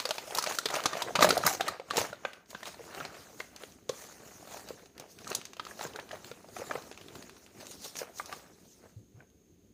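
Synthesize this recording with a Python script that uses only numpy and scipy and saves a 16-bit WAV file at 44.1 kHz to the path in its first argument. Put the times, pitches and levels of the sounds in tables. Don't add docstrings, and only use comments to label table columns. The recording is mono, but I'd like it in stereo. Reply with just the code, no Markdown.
import sys
import numpy as np
from scipy import signal
from scipy.fft import rfft, irfft, next_fast_len
from scipy.io import wavfile
from scipy.ndimage import uniform_filter1d, map_coordinates

SR = 44100
rng = np.random.default_rng(int(sys.argv[2]) if len(sys.argv) > 2 else 0)


def ratio(d):
    e = np.asarray(d, float) / 20
    return 10 ** e


def persist_wave(psi):
    counts = np.round(np.clip(psi, -1, 1) * 32767).astype(np.int16)
    wavfile.write(sys.argv[1], SR, np.atleast_2d(counts).T)


N = 429093

# freq_hz, likeness (1 = identical)
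STEREO_LIKENESS = [(40, 0.61), (150, 0.75), (500, 0.78), (1200, 0), (2500, .0), (15000, 0.053)]


def unit(x):
    return x / np.sqrt(np.mean(x ** 2) + 1e-20)


def along(points, hz):
    f, v = np.transpose(points)
    return np.interp(np.log(hz + 1), np.log(f + 1), v)


def curves(rows):
    s, *columns = np.transpose(rows)
    return [np.interp(np.arange(N) / SR, s, c) for c in columns]


def filtered(x, response):
    m = next_fast_len(N + 8192)
    return irfft(rfft(x, m) * response(np.fft.rfftfreq(m, 1 / SR)), m)[..., :N]


def add(track, s, sound):
    track[:, round(s * SR):][:, :sound.shape[1]] += sound


def left_right(db):
    return ratio(db * np.array([[.5], [-.5]]))


def rush(spectrum, envelope=1, patchy_db=0):
    z = signal.stft(envelope * rng.standard_normal((2, N)), nperseg=256)[2]
    patches = rng.standard_normal(z.shape[1:])
    patches = uniform_filter1d(uniform_filter1d(patches, size=5, axis=0), size=12, axis=1)
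    noise = signal.istft(z * ratio(patchy_db * unit(patches)), nperseg=256)[1][:, :N]

    def mid_side(hz):
        turn = np.arccos(np.clip(along(STEREO_LIKENESS, hz), -1, 1)) / 2
        return ratio(along(spectrum, hz)) * [np.cos(turn), np.sin(turn)]

    mid, side = filtered(noise, mid_side)
    return unit(np.array([mid + side, mid - side]))


def background():
    # freq_hz, density_db per Hz
    hum_spectrum = [(15, -47), (25, -23), (41, -16.5), (65, -9.5), (101, -5.5), (119, -16.5), (178, -6),
                    (420, -14), (864, -39.5), (5500, -41.5), (7150, -66.5), (12100, -120)]
    # freq_hz, density_db per Hz
    hiss_spectrum = [(3500, -16.5), (6050, -20.5), (6370, -1.5), (6600, -9), (6950, -11), (7200, -21),
                     (15500, -20), (16000, -46)]
    # time_s, gain_db
    ducking = [
        (2.44, -6),
        (2.5, 0),
    ]
    noise = ratio(-64) * rush(hum_spectrum, patchy_db=1.9) + ratio(-75) * rush(hiss_spectrum, patchy_db=.6)
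    mains = ratio(-76.5) * np.sin(2 * np.pi * 59 * np.arange(N) / SR)
    return ratio(curves(ducking)[0]) * (noise * ratio([[-.6], [.6]]) + mains)


def kitchen(x):
    # freq_hz, t60_s
    decay = [(200, 0.15), (1500, 0.55), (6000, 0.38), (14000, 0.07)]
    wet, hop = np.zeros((2, N + 2 * SR)), SR // 3
    for start in range(0, N, hop):
        hz, t, z = signal.stft(rng.standard_normal((2, 16384)), SR, nperseg=256)
        alike = np.clip(along(STEREO_LIKENESS, hz), 0, 1)[:, None]
        z[1] = alike * z[0] + np.sqrt(1 - alike ** 2) * z[1]
        tail = signal.istft(z * ratio(-60 * t / along(decay, hz)[:, None]), SR, nperseg=256)[1]
        tail = tail / np.linalg.norm(tail[0])
        add(wet, start / SR + .003, signal.fftconvolve(x[:, start:start + hop], tail, axes=1))
    return wet[:, :N]


def bumps():
    # start_s, peak_db, pitch_hz
    counter = [
        (1.246, -30.5, 180),
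        (8.966, -41, 108),
        (9.147, -48.5, 105),
        (9.176, -50, 135),
    ]
    # start_s, peak_db, pitch_hz
    palm = [(.39, -47, 150), (.744, -41, 156), (.944, -42, 170), (1.188, -29, 175), (1.449, -30, 170),
            (1.972, -42, 172), (2.006, -36, 110), (3.022, -42, 150), (3.894, -40, 135), (6.31, -46, 127),
            (5.858, -42, 150), (6.76, -43, 130)]
    track, t = np.zeros((2, N + SR)), np.arange(SR // 5) / SR
    knocks = [(*row, .14) for row in counter] + [(s, db - 4, hz, .06) for s, db, hz in palm]
    for s, db, hz, t60 in knocks:
        knock = np.sin(2 * np.pi * hz * t) * ratio(-60 * t / t60) * (1 - np.exp(-t / .006))
        add(track, s - .004, ratio(db) * left_right(1.8) * knock / np.abs(knock).max())
    return track[:, :N]


def wobble(rate):
    return map_coordinates(rng.standard_normal(int(N * rate / SR) + 4), [np.arange(N) * rate / SR])


def crumple(rate, spread_db, t60, smooth):
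    sizes = ratio(spread_db * np.minimum(rng.exponential(size=N), 3))
    kicks = (rng.random(N) < rate / SR) * sizes
    return smooth + unit(signal.lfilter([1], [1, -ratio(-60 / SR / t60)], kicks))


def handling():
    # time_s, level_db
    grip = [(0, -50), (.26, -53), (1.1, -60), (1.6, -55), (1.84, -76), (2.2, -76), (2.44, -85), (2.51, -57),
            (2.9, -54), (3.3, -58), (3.86, -76), (3.9, -55), (4.8, -59), (4.93, -73), (6.5, -59),
            (7.3, -63), (8.5, -64), (9.04, -87)]
    # peak_s, fade_s per 10 dB, flex_db, scuff_db
    working = [(.37, .12, -42, -44.5), (.5, .11, -43, -42), (.75, .09, -38, -42), (.97, .14, -40, -44),
               (1.232, .025, -21, -29), (1.3, .1, -36, -39.5), (1.475, .08, -36, -35),
               (1.68, .07, -39, -50), (1.995, .08, -35.5, -39), (2.275, .1, -49, -56),
               (2.67, .035, -48, -46), (.84, .02, -45, -40), (2.508, .02, -55, -50),
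               (2.99, .14, -45.5, -49)]
    # peak_s, fade_s per 10 dB, flex_db, scuff_db
    shakes = [(4.03, .15, -62, -50), (4.27, .06, -58, -53), (3.41, .09, -54, -49), (3.62, .1, -52, -48),
              (4.54, .12, -48, -45), (4.69, .05, -53, -51), (5.21, .05, -54, -53), (5.01, .06, -51, -59),
              (5.12, .12, -64, -55), (3.17, .09, -51, -60), (5.31, .07, -43, -45), (5.7, .08, -53, -49),
              (5.83, .07, -44, -44.5), (5.97, .06, -47.5, -54), (6.14, .08, -47.5, -54),
              (6.27, .08, -54, -51), (6.59, .06, -47, -46.5), (6.73, .14, -48, -48.5),
              (7.17, .14, -53, -52), (7.61, .06, -50, -52.5), (7.71, .1, -62, -48), (7.845, .06, -54, -42),
              (7.965, .04, -60, -45), (7.99, .03, -61.5, -38), (8.025, .05, -44.5, -49),
              (8.185, .04, -55, -42), (8.33, .11, -47, -49), (8.72, .17, -72, -56.5), (8.85, .06, -57, -64),
              (9.197, .04, -57, -70)]
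    rise_share = .65
    t = np.arange(0, N / SR + .002, .002)
    s, fade_s, *peak_db = np.transpose([*working, *shakes])[:, :, None]
    fall_db = 10 * np.where(t > s, t - s, (s - t) / rise_share) / fade_s
    grip_db = np.interp(t, *np.transpose(grip)) + [[0], [1.5]]
    power = np.sum(ratio(2 * (np.array(peak_db) - fall_db)), axis=1) + ratio(2 * grip_db)
    return curves(np.transpose([t, *10 * np.log10(power)]))


def rustle():
    # freq_hz, density_db per Hz
    body_spectrum = [(35, -45.5), (60, -4.5), (163, 1), (414, 1.5), (612, -10.5), (700, -6.5), (910, -28.5),
                     (1540, -120)]
    # freq_hz, density_db per Hz
    flex_spectrum = [(210, -41.5), (350, -11), (622, -4), (1020, -8.5), (1240, -7.5), (2060, -12),
                     (3000, -17), (3900, -45.5), (6600, -120)]
    # freq_hz, density_db per Hz
    scuff_spectrum = [(1290, -21), (2200, -13.5), (3100, -8), (4100, -2.5), (4680, -4), (6700, -.5),
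                      (7640, -5.5), (13100, -12), (15000, -10.5), (16000, -15)]
    # time_s, body_db
    heft = [(0.0, -70), (1.1, -55), (1.25, -35), (1.7, -61), (2.05, -58), (2.46, -72), (2.95, -55),
            (3.4, -64), (6.8, -56.5), (9.73, -67.5)]
    flex_db, scuff_db = handling()
    busy = np.clip((scuff_db + 56) / 12, .12, 1.5)
    buckles = busy * ratio(1.2 * wobble(30)) * crumple(220, spread_db=3, t60=0.015, smooth=0.043)
    fine_buckles = crumple(330, spread_db=2, t60=.009, smooth=0.81)
    body = rush(body_spectrum, crumple(60, spread_db=0, t60=0.013, smooth=1.8), patchy_db=2.5)
    flex = rush(flex_spectrum, buckles + .6 * fine_buckles, patchy_db=2.0)
    scuff = rush(scuff_spectrum, (.55 * buckles + .9) * ratio(1.5 * wobble(18)), patchy_db=3.0)
    body_db = 0.67 * curves(heft)[0] + 0.34 * flex_db
    sheet = ratio(body_db) * body + ratio(np.minimum(flex_db, -34) - 1.5) * flex + ratio(scuff_db - 4) * scuff
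    return sheet * left_right(2.8)


def panel_pop(panel_hz):
    t = np.arange(1536) / SR
    draw = rng.random((17, 4))
    hz = np.append(panel_hz, 430 * 5.8 ** draw[1:, 0])[:, None, None]
    gain_db = np.append(0, -8 - 7 * draw[1:, 1])[:, None, None]
    octaves = np.log2(hz / panel_hz)
    gain = ratio(gain_db + np.minimum(-5 * octaves, 14 * octaves))
    lag = 0.00032 * (draw[:, 2:, None] - .5) * hz / 1200
    t60 = 0.034 * (800 / hz) ** 0.3
    ring = np.sum(gain * np.sin(2 * np.pi * hz * (t - lag)) * ratio(-60 * t / t60), 0)
    ring = ring * (1 - np.exp(-t / 0.0003))
    pushes = rng.standard_normal((1, 512)) ** 3 * t[:512] * np.exp(-t[:512] / 0.00071)
    pop = signal.fftconvolve(ring, pushes, axes=1)
    return pop / np.abs(pop).max()


def pops():
    # start_s, peak_db, panel_hz
    unroll = [(0.053, -25.5, 507), (0.107, -22.5, 627), (0.182, -35, 905), (0.306, -34.5, 818),
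              (0.383, -21.5, 945), (0.438, -28, 1160), (0.471, -26, 610), (0.509, -25, 494),
              (0.585, -22, 1375), (0.656, -24, 430), (0.701, -28, 700), (0.74, -23.5, 710),
              (0.843, -29, 650), (0.855, -26, 1200), (0.93, -24, 1200), (1.018, -22, 950),
              (1.063, -31.5, 480)]
    # start_s, peak_db, panel_hz
    opening = [(1.152, -22, 910), (1.189, -18, 1200), (1.224, -5.5, 1180), (1.245, -13, 619),
               (1.271, -19, 617), (1.3685, -17, 700), (1.436, -21, 1250), (1.465, -16, 1210),
               (1.51, -28, 778), (1.606, -19, 760), (1.684, -21, 1244), (1.797, -27.5, 526),
               (1.9075, -21.5, 1160), (1.958, -23, 460), (1.978, -17, 510), (2.004, -26, 483),
               (2.128, -31, 590), (2.249, -25, 540), (2.548, -28.5, 1610), (2.629, -33, 1400),
               (2.806, -36.5, 479), (3.403, -28, 2130), (3.635, -37, 447)]
    # start_s, peak_db, panel_hz
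    pouring = [(3.894, -20.5, 512), (4.705, -29.5, 510), (5.27, -33.5, 1270), (5.311, -29.5, 403),
               (5.596, -27.5, 1260), (5.666, -34, 1330), (5.71, -34.5, 1680), (5.809, -32, 735),
               (5.849, -31, 473), (5.957, -35, 446), (5.988, -30, 720), (6.109, -34, 1370),
               (6.313, -38, 480), (6.565, -32, 730), (6.595, -31, 485), (6.618, -30, 570),
               (6.696, -34, 710), (6.71, -23, 1280), (6.753, -26, 492), (6.913, -35, 480),
               (7.953, -41, 440), (8.015, -30, 514), (8.197, -23.5, 1200), (8.325, -28.5, 1170)]
    # start_s, peak_db, panel_hz
    flicks = [(.348, -32, 716), (.767, -24, 619), (.796, -27, 1290), (.952, -27, 589), (.968, -29, 665),
              (1.074, -31, 713), (1.083, -29, 716), (1.092, -29, 479), (1.105, -31, 708), (1.163, -21, 956),
              (1.207, -17, 622), (1.288, -19, 684), (1.304, -16, 1460), (1.325, -21, 466),
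              (1.935, -28, 713), (2.53, -37, 608), (2.664, -40, 942), (2.974, -35, 412), (3.008, -28, 1350),
              (3.05, -36, 676), (7.844, -41, 455), (7.859, -37, 417), (8.029, -32, 525), (8.838, -46, 474),
              (8.857, -46, 638), (9.204, -47, 1500)]
    # start_s, peak_db, panel_hz
    fold_taps = [(0.09, -26, 595), (0.15, -33, 425), (0.205, -41, 423), (0.238, -39, 517),
                 (0.324, -31, 705), (1.404, -25, 705), (1.597, -25, 729), (1.642, -30, 479),
                 (1.744, -37, 705), (1.815, -39, 746), (2.793, -36, 506), (3.329, -40, 441),
                 (4.426, -40, 716), (4.544, -33, 713), (4.734, -44, 406), (4.831, -44, 487),
                 (4.998, -37, 501), (5.217, -40, 466), (5.567, -43, 511), (5.793, -29, 490),
                 (5.862, -32, 471), (5.945, -36, 455), (6.026, -41, 495), (6.13, -32, 638),
                 (6.151, -36, 517), (6.443, -39, 633), (6.486, -41, 482), (6.637, -37, 708),
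                 (6.776, -34, 455), (6.871, -41, 498), (7.087, -42, 463), (8.096, -42, 654)]
    # start_s, peak_db, panel_hz
    further_pops = [(.275, -38, 600), (.385, -24, 1300), (.546, -37, 900), (.613, -39, 1500),
                    (.686, -34, 1300), (.712, -28, 600), (.741, -26, 1250), (.784, -34, 1300),
                    (.968, -35, 1300), (1.2438, -10, 615), (1.19, -23, 600), (1.272, -22, 1200),
                    (1.453, -24, 600), (1.673, -30, 600), (2.041, -36, 1300), (2.127, -35, 1400),
                    (2.743, -43, 600), (3.4, -33, 620), (3.941, -44, 600), (5.715, -40, 600),
                    (5.958, -35, 1500), (6.152, -37, 1100), (6.314, -41, 1400), (6.564, -36, 1600),
                    (6.622, -38, 1400), (6.711, -30, 620), (6.754, -31, 1300), (6.786, -36, 600),
                    (7.628, -41, 600), (2.2495, -21, 1560), (2.2495, -23, 2060), (1.377, -19, 620),
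                    (1.475, -15, 1000), (5.85, -33, 1600), (5.99, -34, 1750)]
    taps = [(s, db - 3, hz) for s, db, hz in fold_taps]
    track = np.zeros((2, N + SR))
    for s, db, panel_hz in [*unroll, *opening, *pouring, *flicks, *taps, *further_pops]:
        add(track, s + .0003, ratio(db + np.array([[1.3], [-1.2]])) * panel_pop(panel_hz))
    return filtered(track[:, :N], lambda hz: 1 / np.sqrt(1 + (330 / (hz + 1)) ** 6))


def crease_burst(length_ms, fold_hz, tilt_db):
    # freq_hz, level_db
    crack_spectrum = [(880, -1.5), (1500, -1), (2060, -7), (2440, -4.5), (2830, -6), (4080, -1.5),
                      (12000, -12), (14900, -16), (16000, -14)]
    t, hz = np.arange(2048) / SR, np.fft.rfftfreq(2048, 1 / SR)
    burst = rng.standard_normal((2, 2048)) * ratio(4.97 * rng.standard_normal(2048))
    run = (1 - np.exp(-t / 0.0019)) * (np.exp(-t / (length_ms / 2600)) + .08 * np.exp(-t / 0.012))
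    run += 0.21 * np.exp(-((t - .0013) / .00015) ** 2)
    paper = ratio(along(crack_spectrum, hz) + tilt_db * np.log2(np.clip(hz, 1500, 16000) / 5000))
    chance_hz = 2500 * 5 ** rng.random((5, 1))
    nearby = np.sum(0.99 / (1 + ((hz - chance_hz) / 250) ** 2), 0)
    fold = 1 + 2.5 / np.abs(1 + 1j * (hz - fold_hz) / 450) + nearby
    sound = irfft(rfft(burst) * paper * fold) * run
    return sound / np.abs(sound).max()


def cracks():
    # start_s, peak_db, brightest_hz, tilt_db per octave
    snaps = [(0.0907, -22, 6580, -0.5), (0.3732, -22, 6520, 6.5), (0.5006, -29, 3770, 3),
             (0.7406, -21, 6310, -0.8), (0.9326, -26.5, 3660, -4), (1.1928, -21.5, 2960, -3),
             (1.2085, -17, 4560, -2.5), (1.4659, -9.5, 5300, 8), (1.609, -15, 3200, -2.5),
             (1.9088, -20.5, 4100, -4.5), (1.9694, -15, 6840, 1), (2.0059, -25, 2570, -2),
             (3.0026, -23.5, 4170, -14), (3.0508, -22.5, 4800, -6.5), (4.998, -28, 3600, 5.7),
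             (7.668, -30, 6300, 2)]
    # start_s, peak_db, brightest_hz, tilt_db per octave
    short_buckles = [(0.1081, -17.5, 3200, 0), (0.4249, -24.5, 6200, 2), (0.44, -19.5, 4960, 2),
                     (0.5863, -15, 6070, 2.8), (0.6866, -27, 3230, 0.3), (1.2452, -22, 4000, -5),
                     (1.306, -13.5, 4830, -5), (1.3266, -21, 3830, 2), (1.3765, -15, 4830, 4),
                     (1.4368, -24.5, 2710, -6.5), (2.2507, -25, 3050, -9.5), (2.5481, -33.5, 2960, -10),
                     (3.4017, -32, 3030, -5), (5.276, -30.5, 6450, 0), (5.301, -33, 6800, 7),
                     (5.3162, -24, 4300, -8), (5.3496, -15, 6800, 4), (5.453, -27, 6910, -0.8),
                     (5.8103, -29, 4200, -7.5), (5.96, -35, 3700, 1)]
    # start_s, peak_db, brightest_hz, tilt_db per octave
    rips = [(0.0534, -19.5, 4600, -0.5), (0.349, -21, 3570, 8), (0.385, -15, 5030, 3),
            (0.4622, -23, 2480, -2), (0.6563, -18.5, 3700, -2.3), (0.7028, -28, 3800, 2),
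            (0.8573, -12.5, 6200, -3.7), (1.0208, -20, 3130, 0.5), (1.1541, -17, 2640, -2.7),
            (1.2243, -13.5, 4070, -4), (1.2895, -18, 4220, 4.5), (1.6811, -20, 4000, 3.5),
            (1.797, -37.5, 2540, -4.5), (2.5036, -38.5, 4080, 4.5), (3.8922, -24.5, 6470, -2.8),
            (5.5958, -28, 3200, -7), (6.7094, -33.5, 6500, -6.5), (8.2584, -33, 6350, 3)]
    # start_s, peak_db, brightest_hz
    pricks = [(.4718, -24, 2310), (.5462, -31, 2010), (.7964, -33, 2310), (.8036, -30, 2510),
              (.9687, -32, 4690), (1.2446, -15, 2480), (1.9035, -33, 2190), (1.936, -30, 3120),
              (1.9594, -27, 2500), (2.1564, -49, 4060), (2.4588, -56, 6020), (2.6784, -35, 3990),
              (2.7432, -45, 4250), (2.8514, -46, 4240), (3.1454, -43, 6210), (3.7209, -48, 6420),
              (4.2044, -53, 6370), (4.4268, -49, 5460), (4.8579, -46, 6520), (4.9526, -59, 6400),
              (5.1098, -54, 6200), (5.4674, -43, 3560), (5.8274, -33, 4230), (6.1304, -46, 2290),
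              (6.4288, -50, 6490), (6.4867, -49, 5320), (6.5645, -39, 2190), (6.6977, -41, 6480),
              (6.7545, -39, 2680), (6.8224, -43, 6730), (6.9264, -42, 2510), (6.9444, -47, 2520),
              (7.3682, -49, 2530), (7.6564, -43, 6240), (8.1968, -37, 2130), (9.3008, -58, 6270)]
    # start_s, peak_db
    fibre_ticks = [(.0004, -22), (.1822, -27), (.3082, -31), (.5214, -28), (.7537, -24), (.7612, -23),
                   (.838, -25), (1.1634, -23), (1.9784, -18), (2.131, -39), (2.3326, -39), (2.6065, -40),
                   (2.6314, -35), (2.6554, -28), (2.9477, -34), (3.5618, -32), (3.6356, -31),
                   (4.6872, -36), (4.9791, -39), (5.1876, -42), (5.2445, -38), (5.329, -31), (5.4141, -34),
                  (5.5333, -37), (5.5677, -41), (5.6511, -36), (5.67, -38), (5.7922, -34), (5.8511, -35),
                  (5.9349, -44), (5.9974, -35), (6.0906, -42), (6.1144, -35), (6.1574, -41), (6.2447, -34),
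                  (6.3145, -35), (6.9137, -37), (6.9755, -38), (7.4634, -41), (7.9553, -36), (7.9917, -33),
                  (8.326, -31)]
    creep_db = [-39, -39, -40, -37, -36, -46]
    creep_s, creep_gap_s = 7.013, .0705
    creep = [(creep_s + k * creep_gap_s, db) for k, db in enumerate(creep_db)]
    events = []  # (length ms, start s, peak dB, brightest Hz, tilt dB per octave)
    for length_ms, rows in [(2.6, snaps), (5.4, short_buckles), (10.5, rips)]:
        events += [(length_ms, *row) for row in rows]
    events += [(3.5, s, db + 1.5, 2600, -1.5) for s, db in [*fibre_ticks, *creep]]
    events += [(4, *row, -2.5) for row in pricks]
    track = np.zeros((2, N + SR))
    for length_ms, s, db, fold_hz, tilt_db in events:
        sound = crease_burst(length_ms, fold_hz, tilt_db)
        add(track, max(s - .0004, 0), ratio(db + 3.5) * left_right(rng.normal(0.8, 1.2)) * sound)
    return filtered(track[:, :N], lambda hz: 1 / np.sqrt(1 + (150 / (hz + 1)) ** 4))


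def scene():
    # time_s, left_over_right_db
    held_side = [(0.0, 3.5), (0.08, 2.5), (0.97, 1.0), (6.83, 4.5), (6.89, 2.0), (7.48, 3.0), (7.56, 5.5),
                 (8.11, 2.0), (9.7, 2.5)]
    creases, panels = cracks(), pops()
    bag = (creases + panels + rustle()) * left_right(curves(held_side)[0] - 2.1)
    room = kitchen(ratio(-14) * creases + ratio(-17) * panels)
    return bag + room + bumps() + background()


def top_cut(x):
    return signal.sosfilt(signal.butter(12, 16780, fs=SR, output="sos"), x)


def record(dry):
    # freq_hz, gain_db
    microphone = [(30, -4), (70, -0.7), (7000, 3.5), (12500, 2.5), (15300, 5.5), (15850, -26)]
    # freq_hz, left_over_right_db
    ports = [(1200, 0), (4500, 1.5), (8500, -2.5), (13000, 3.5)]
    # peak_hz, width_hz, peak_db
    peak_hz, width_hz, peak_db = (6450, 250, 2)

    def response(hz):
        sheen_db = peak_db / (1 + ((hz - peak_hz) / width_hz) ** 2)
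        return ratio(along(microphone, hz) + sheen_db) * left_right(along(ports, hz))

    return top_cut(filtered(dry, response))


dry = scene()
out = record(dry)
persist_wave(out)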